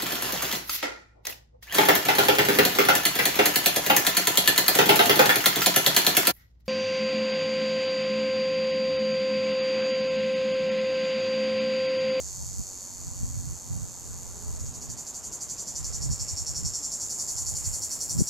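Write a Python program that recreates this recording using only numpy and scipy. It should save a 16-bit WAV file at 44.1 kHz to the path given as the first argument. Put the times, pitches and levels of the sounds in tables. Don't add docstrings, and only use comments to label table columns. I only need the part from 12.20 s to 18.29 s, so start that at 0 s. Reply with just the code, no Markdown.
import sys
import numpy as np
from scipy import signal
from scipy.io import wavfile
from scipy.ndimage import uniform_filter1d

SR = 44100
rng = np.random.default_rng(int(sys.argv[2]) if len(sys.argv) > 2 else 0)


def master_out(mix):
    frames = np.transpose(np.atleast_2d(mix))
    ceiling = np.clip(frames, -1, 1)
    pcm = np.round(ceiling * 32767).astype(np.int16)
    wavfile.write(sys.argv[1], SR, pcm)


def makeup_ratio(level_db):
    decades = np.asarray(level_db, float) / 20
    return 10 ** decades


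N = 268569


def evened(x):
    return x / np.sqrt(np.mean(np.square(x)) + 1e-20)


def read_spectrum(points, hz):
    f, value = np.transpose(points)
    return np.interp(np.log(hz + 1), np.log(f + 1), value)


def curves(rows, t):
    s, *columns = np.transpose(rows)
    return [np.interp(t, s, c) for c in columns]


def resonate(x, hz, width):
    turn = np.exp(2j * np.pi * np.cumsum(hz * np.ones(len(x))) / SR)
    r = np.exp(-np.pi * width / SR)
    smooth = signal.lfilter([(1 - r) ** 2], [1, -2 * r, r * r], x / turn)
    return 2 * (turn * smooth).real


def hiss(spectrum, likeness, patchy_db, size):
    frames, hz = 4 * N // size + 5, np.fft.rfftfreq(size, 1 / SR)
    a, b, c, d, patches = rng.standard_normal((frames, len(hz), 5)).T
    patches = uniform_filter1d(patches, size=12, axis=0)
    patches = evened(uniform_filter1d(patches, size=10, axis=1))
    same = np.clip(read_spectrum(likeness, hz), -1, 1)[:, None]
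    left = a + 1j * b
    right = same * left + np.sqrt(1 - same ** 2) * (c + 1j * d)
    z = np.array([left, right]) * makeup_ratio(read_spectrum(spectrum, hz)[:, None] + patchy_db * patches)
    return evened(signal.istft(z, nperseg=size, noverlap=size * 3 // 4)[1][:, :N])


# [f/Hz, level/dB per Hz]
WASH_SPECTRUM = [(18, -29), (30, -10), (75, 2), (142, -4.5), (232, -4.5), (476, -8), (916, -8),
                 (1630, -17.5), (3000, -22), (8000, -11), (15500, -47)]
# [t/s, level/dB]
WASH_LEVEL = [(0.0, -57.5), (1.25, -57.3), (3.17, -54.3), (6.09, -54.3)]
# [f/Hz, left-right likeness]
WASH_LIKENESS = [(100, 0.89), (500, .75), (1000, 0.79), (2500, 0.56), (8000, 1), (13000, .2)]
# [f/Hz, width/Hz, start t/s, stop t/s, level/dB]
HUMS = [
    (250, 3, 0.53, 2.9, -61.5),
    (420.6, 2.5, 1.5, 3.33, -66),
]


def traffic():
    t = np.arange(N) / SR
    out = makeup_ratio(curves(WASH_LEVEL, t)[0] + 6.5) * hiss(WASH_SPECTRUM, WASH_LIKENESS, 0.9, size=1024)
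    for hz, width, start, stop, db in HUMS:
        passing = np.clip(np.minimum(t - start, stop - t) / 0.27, 0, 1)
        out += makeup_ratio(db) * passing * evened(resonate(rng.standard_normal(N), hz, width))
    return out


# [t/s, length/s, level/dB, centre f/Hz]
RUSTLES = [
    (3.7, 0.17, -65, 1969),
    (4.1, 0.11, -62, 2298),
    (4.341, .03, -63, 1500),
    (5.454, 0.11, -59.5, 2005),
    (5.715, 0.059, -61, 1798),
]


def rustles():
    t, out = np.arange(N) / SR, np.zeros((2, N))
    a, b = rng.standard_normal((2, N))
    for s, length, db, hz in RUSTLES:
        swell = np.exp(-((t - s) / length) ** 2)
        brush = [resonate(v, hz, 1500) for v in (a + 0.45 * b, a - 0.36 * b)]
        out += makeup_ratio(db) * swell * evened(brush)
    return out


# [peak t/s, level/dB, rise/s, fall/s, edge level/dB]
GUSTS = [(0.0, -46.5, .1, .2, -14), (0.2, -44, .05, .22, -8), (0.41, -37.5, .06, .02, -4),
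         (0.88, -46.5, .11, .11, 0), (1.03, -37, .05, .07, 2), (1.19, -39, .11, .015, 2),
         (1.32, -40, .2, .04, -3), (1.52, -41, .04, .15, 8), (1.63, -48, .08, .05, 9),
         (1.91, -48, .1, .5, -4), (2.29, -44, .06, .15, -3), (2.46, -41.5, .12, .07, -8),
         (2.6, -49, .15, .05, -4), (2.7, -43.5, .04, .065, -1), (3.61, -43.5, .035, .25, -4),
         (3.71, -42, .1, .07, -8), (3.92, -34, .11, .025, 2), (4.02, -42, .05, .045, 0),
         (4.14, -40.5, .03, .017, -6), (4.21, -42.5, .025, .045, -2), (4.31, -43.5, .035, .055, -2),
         (4.46, -38, .09, .043, 3), (5.34, -43, .2, .12, -1), (5.48, -39.5, .04, .1, -8)]
# [peak t/s, level/dB, rise/s, fall/s, edge level/dB]
LAST_GUST = (6.01, -36, .06, .018, 19)


def gusts(t):
    calm_db, calm_edge_db = -63, -6
    slope_db = -12
    body, edge = makeup_ratio(calm_db) ** 2, makeup_ratio(calm_db + calm_edge_db) ** 2
    for s, db, rise, fall, edge_db in GUSTS + [LAST_GUST]:
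        power = makeup_ratio(db + slope_db * np.maximum((s - t) / rise, (t - s) / fall)) ** 2
        body = body + power
        edge = edge + power * makeup_ratio(edge_db) ** 2
    return np.sqrt(body), np.sqrt(edge)


# [f/Hz, level/dB per Hz]
BUFFET_SPECTRUM = [(12, -37), (20, -13.5), (60, -0.5), (97, -2.5), (151, -7.5), (184, -20), (262, -27.5),
                   (404, -41), (700, -64), (910, -70), (1540, -120)]
# [t/s, peak level/dB, f/Hz, share on the right]
SLAPS = [(.398, -24, 160.1, 1.54), (1.033, -21, 130, 0.65), (1.058, -36, 300, 1.1), (1.571, -37, 260, 1.8),
         (2.343, -38, 250, 1.9), (2.7, -39, 220, 1), (3.859, -33, 260, 1.8), (3.914, -24, 151, 0.34),
         (4.435, -41, 240, 0.98), (5.348, -34, 120, .9), (5.99, -15, 100.3, 0.36), (5.997, -23, 270, 0),
         (6.0075, -26, 320, 3), (6.014, -24, 280, -.2), (6.02, -7.5, 150, 0.66)]


def wind():
    body, edge = gusts(np.arange(N) / SR)
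    air = hiss(BUFFET_SPECTRUM, [(30, -0.92), (300, -0.69)], 2.8, size=2048)
    air /= uniform_filter1d((air ** 2).mean(0), size=2500) ** 0.27
    low = signal.sosfiltfilt(signal.butter(2, 190, fs=SR, output="sos"), air)
    out = makeup_ratio(10) * (body * low + makeup_ratio(2.5) * edge * (air - low)) * makeup_ratio([[-1.5], [.8]])
    t = np.arange(-800, 800) / SR
    for s, db, hz, right in SLAPS:
        slap = makeup_ratio(db) * np.cos(2 * np.pi * hz * t) * np.exp(-(t * hz / 0.42) ** 2)
        middle = round(s * SR)
        out[:, middle - 800:middle + 800] += slap * np.array([[1], [-right]])
    return out


def branches(x, t60=.075):
    at = np.arange(30, 5000, 20) + rng.integers(0, 20, (3, 2, 249))
    taps = np.zeros((3, 2, 5100))
    np.put_along_axis(taps, at, rng.choice([-1., 1.], at.shape) * makeup_ratio(-60 * at / SR / t60), 2)
    drift = 2 * np.pi * (1.3 * np.arange(N) / SR + np.arange(3)[:, None] / 3)
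    fed = x * np.sqrt(2 / 3) * np.cos(drift / 2)
    return signal.oaconvolve(fed[:, None], taps / np.linalg.norm(taps[0, 0]), axes=2).sum(0)[:, :N]


SWELLING = [2.3898, 2.4556, 2.533, 2.6078, 2.6868, 2.7678, 2.86, 2.9373, 3.0296, 3.1152, 3.2004, 3.2844,
            3.3756, 3.465, 3.5484, 3.6375, 3.7254, 3.8121, 3.902, 3.9899]
FULL_VOICE = [4.0759, 4.1631, 4.2597, 4.3457, 4.4431, 4.5298, 4.625, 4.7124, 4.7989, 4.8943, 4.9861, 5.0749,
              5.1636, 5.2598, 5.3488, 5.4364, 5.5251, 5.6133, 5.7027, 5.7997, 5.8888, 5.9779, 6.0654]


def throbs():
    starts = np.array(SWELLING + FULL_VOICE)
    return starts, np.append(np.diff(starts), .089)


# [t/s, strokes per s, effort level/dB]
DRONE = [(0, 94.7, -39), (0.398, 94.3, -40.5), (0.8, 91.4, -42.5), (1.199, 90.3, -42.5),
         (1.599, 90.6, -43.5), (2.002, 88.9, -43.5), (2.37, 87.6, -43.5)]
# [share of length 0-1, slowing 0-1, fading 0-1, sac opening level/dB, sac rise 0-1]
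COURSE = [
    (0, 0.02, 0.81, -4.5, .1),
    (.08, 0.02, 0.37, 1, 0.2),
    (.2, 0, 0, 1, 0.59),
    (.35, 0.02, 0, -2, 0.86),
    (.5, .05, 0.19, -8.5, 0.4),
    (.65, .5, .4, -6, .5),
    (.8, 0.96, 1.0, -9.5, 0.23),
    (1, 1, 0.4, -5, 0),
]
# [t/s, fast strokes per s, body tuning factor,
# sac rise as share of pitch, sac ring level/dB]
DRIFT = [(2.37, 130, 0.99, .03, 0), (2.8, 152, 1.0, 0.14, -2), (3.3, 150, 1.0, 0.18, 1),
         (4.0, 143, 1.032, 0.053, 4.5), (4.6, 159, 1.023, .04, 5.5), (5.0, 158, 1.015, .1, 0.5),
         (6.1, 151, 1.05, 0.11, 3.5)]


def strokes():
    slow_per_s = 97
    t = np.arange(0, DRONE[-1][0] + .008, 1 / SR)
    turns = np.cumsum(curves(DRONE, t)[0]) / SR
    times = [t[1:][np.diff(np.floor(turns - turns[-1] + .57)) > 0]]
    share = np.linspace(0, 1, num=400)
    slowing = np.cumsum(curves(COURSE, share)[0]) / len(share)
    for s, length in zip(*throbs()):
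        fast = curves(DRIFT, s)[0]
        lost = slowing * (fast - slow_per_s) * length
        whole = np.round(fast * length - lost[-1])
        turns = fast * length * share - lost * (fast * length - whole) / lost[-1]
        times.append(s + length * np.interp(np.arange(whole), turns, share))
    return np.concatenate(times)


# [t/s, effort level/dB, depth of the fading end/dB,
# microphone facing the insect 0-1, air sac filling level/dB]
PUMPING = [(2.39, -43.5, 0, 0, .8), (2.65, -39, -5.5, 0, 0), (3.1, -37.8, -5.3, .05, -1.2),
           (3.25, -36, -6.5, 0, -.5), (3.65, -35.9, -4.2, 0, 1.2), (4.5, -34.1, -4, 0, 1.3),
           (4.65, -33.8, -3, .05, -1.8), (4.9, -35.8, -1, .4, .8), (5.0, -33.2, -2.5, .4, -.8),
           (5.5, -32.9, -3.2, .7, -2.5), (5.7, -34.2, -3.9, 1, 2)]
# [drone level/dB, throb level/dB, extra dB per dB of effort, gain when faced/dB]
LAYERS = [
    (-7.3, -7, .55, -.6),
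    (0, 0, 0, 0),
    (-16.4, -15.5, -.03, 6.2),
    (-18.2, -21.8, -.65, 6.5),
]


def controls(t):
    starts, lengths = throbs()
    throb = np.clip(np.searchsorted(starts, t + .001) - 1, 0, len(starts) - 1)
    share = (t - starts[throb]) / lengths[throb]
    _, fading, opening_db, rise = curves(COURSE, share)
    _, body_tuning, reach, swelling_db = curves(DRIFT, t)
    pumping = t > starts[0] - .005
    throb_db, end_db, facing, filling_db = curves(PUMPING, starts[throb])
    effort_db = np.where(pumping, throb_db, curves(DRONE, t)[1])
    levels_db = []
    for drone_db, throbs_db, slope, faced_db in LAYERS:
        base_db = np.where(pumping, throbs_db + faced_db * facing, drone_db)
        levels_db.append(effort_db + base_db + slope * (effort_db + 40))
    levels_db[0] = levels_db[0] + pumping * (opening_db + filling_db)
    fade_db = pumping * fading * end_db
    sac_tuning = 1 + pumping * rise * reach
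    tension = pumping * (1 - fading) * reach / .1
    return pumping, levels_db, fade_db, swelling_db, sac_tuning, body_tuning, tension


# [drone delay/ms, throb delay/ms, level/dB, brightness/dB, tilt/dB]
RIBS = [
    (0, -0.5, 1.3, 2.5, -4),
    (1.6, 1.67, 3, -5, 5),
    (5.5, 3.5, 0, -5.5, -4),
    (7.3, 5.5, 1, -9.5, 6),
]
# [f/Hz, width/Hz, drone level/dB, throb level/dB, share of the fading, rise of pitch at full effort]
SAC = [(3658, 190, -17, -26, 1.0, 0), (4502, 340, -1.8, -5.5, 0.8, 0), (4925, 500, -6.5, -5.5, 0.4, 0),
       (5440, 640, -2, 2, 1.3, 0)]
BODY = [(6247, 360, -4.5, -9.5, 0.81, 0), (6672, 670, 1.8, 2.8, 2.3, 0.0036),
        (7230, 424, -0.3, 0, 1.6, 0.0072), (7724, 750, -5.5, -7.6, 3.5, 0.022)]
UPPER = [(8684, 340, 2.5, -1.5, 3, 0.009), (9400, 1000, 3.5, 1.5, 3.0, 0.013),
         (9960, 320, -4, -3, 2.6, 0.0031), (10540, 1000, 4, 2.5, 1.8, 0.0075)]
TOP = [(11800, 1200, -1, 5.5, .9, 0.02), (12760, 760, 4, 0.5, 0.6, 0.035), (13350, 900, -2, 0, 1.6, .02),
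       (15000, 1200, -12, -11, 1, 0)]


def cicada(steady_s=.00003, hurried_s=.0001, uneven_db=1.15):
    at, t = strokes(), np.arange(N) / SR
    pumping, levels_db, fade_db, swelling_db = controls(at)[:4]
    sac_tuning, body_tuning, tension = controls(t)[4:]
    chance = rng.standard_normal((len(at), len(RIBS), 18))
    jitter_s = np.where(pumping, hurried_s, steady_s)[:, None]
    drone_ms, throb_ms, rib_db, bright_db, tilt_db = np.transpose(RIBS)
    delay = np.where(pumping[:, None], throb_ms, drone_ms) / 1000
    place = np.clip((at[:, None] + delay + jitter_s * chance[..., 0]) * SR, -11, N).astype(int)
    stagger = rng.integers(0, 11, (18, len(RIBS)))
    song, k = np.zeros((2, N)), 1
    for layer, modes in enumerate((SAC, BODY, UPPER, TOP)):
        for hz, width, drone_db, throb_db, fades, arch in modes:
            k += 1
            moving = layer == 0 and hz == SAC[-1][0]
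            sac_db = (layer == 0) * (moving - .4) * swelling_db
            mode_db = np.where(pumping, throb_db + sac_db, drone_db)
            size_db = (levels_db[layer] + fades * fade_db + mode_db)[:, None]
            size_db = size_db + rib_db + bright_db * layer / 3
            size_db += uneven_db * (chance[..., 1] + chance[..., k])
            size_db += tilt_db * np.clip((hz - 6800) / 800, -1, 1) * (layer < 2)
            onset = place + stagger[k] + 11
            clicks = np.bincount(onset.ravel(), makeup_ratio(size_db).ravel(), N + 22)[12:N + 12]
            tuning = sac_tuning if moving else (body_tuning if layer % 2 else 1) + arch * tension
            ring = resonate(clicks, hz * tuning, width) * np.sqrt(SR / width)
            song[layer // 2] += (-1) ** k * ring
    return makeup_ratio(11.5) * signal.sosfilt(signal.butter(4, 3800, "high", fs=SR, output="sos"), song)


# [t/s, left minus right level/dB of low rings, of high rings]
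LEAN = [(0, -2.3, 1.5), (5.3, -1.3, .5), (6.1, -1, 1.5)]


def scene():
    background = traffic() + rustles() + wind()
    low, high = cicada()
    sides = np.array([[.5], [-.5]])
    low_db, high_db = np.array(curves(LEAN, np.arange(N) / SR))[:, None] * sides
    scatter = branches(makeup_ratio(-8.5) * low + makeup_ratio(-4.0) * high)
    return low * makeup_ratio(low_db) + high * makeup_ratio(high_db) + scatter + background


def roll_off(x):
    return signal.sosfilt(signal.butter(12, 15770, fs=SR, output="sos"), x)


def record(dry):
    return roll_off(dry)


dry = scene()
out = record(dry)
master_out(out)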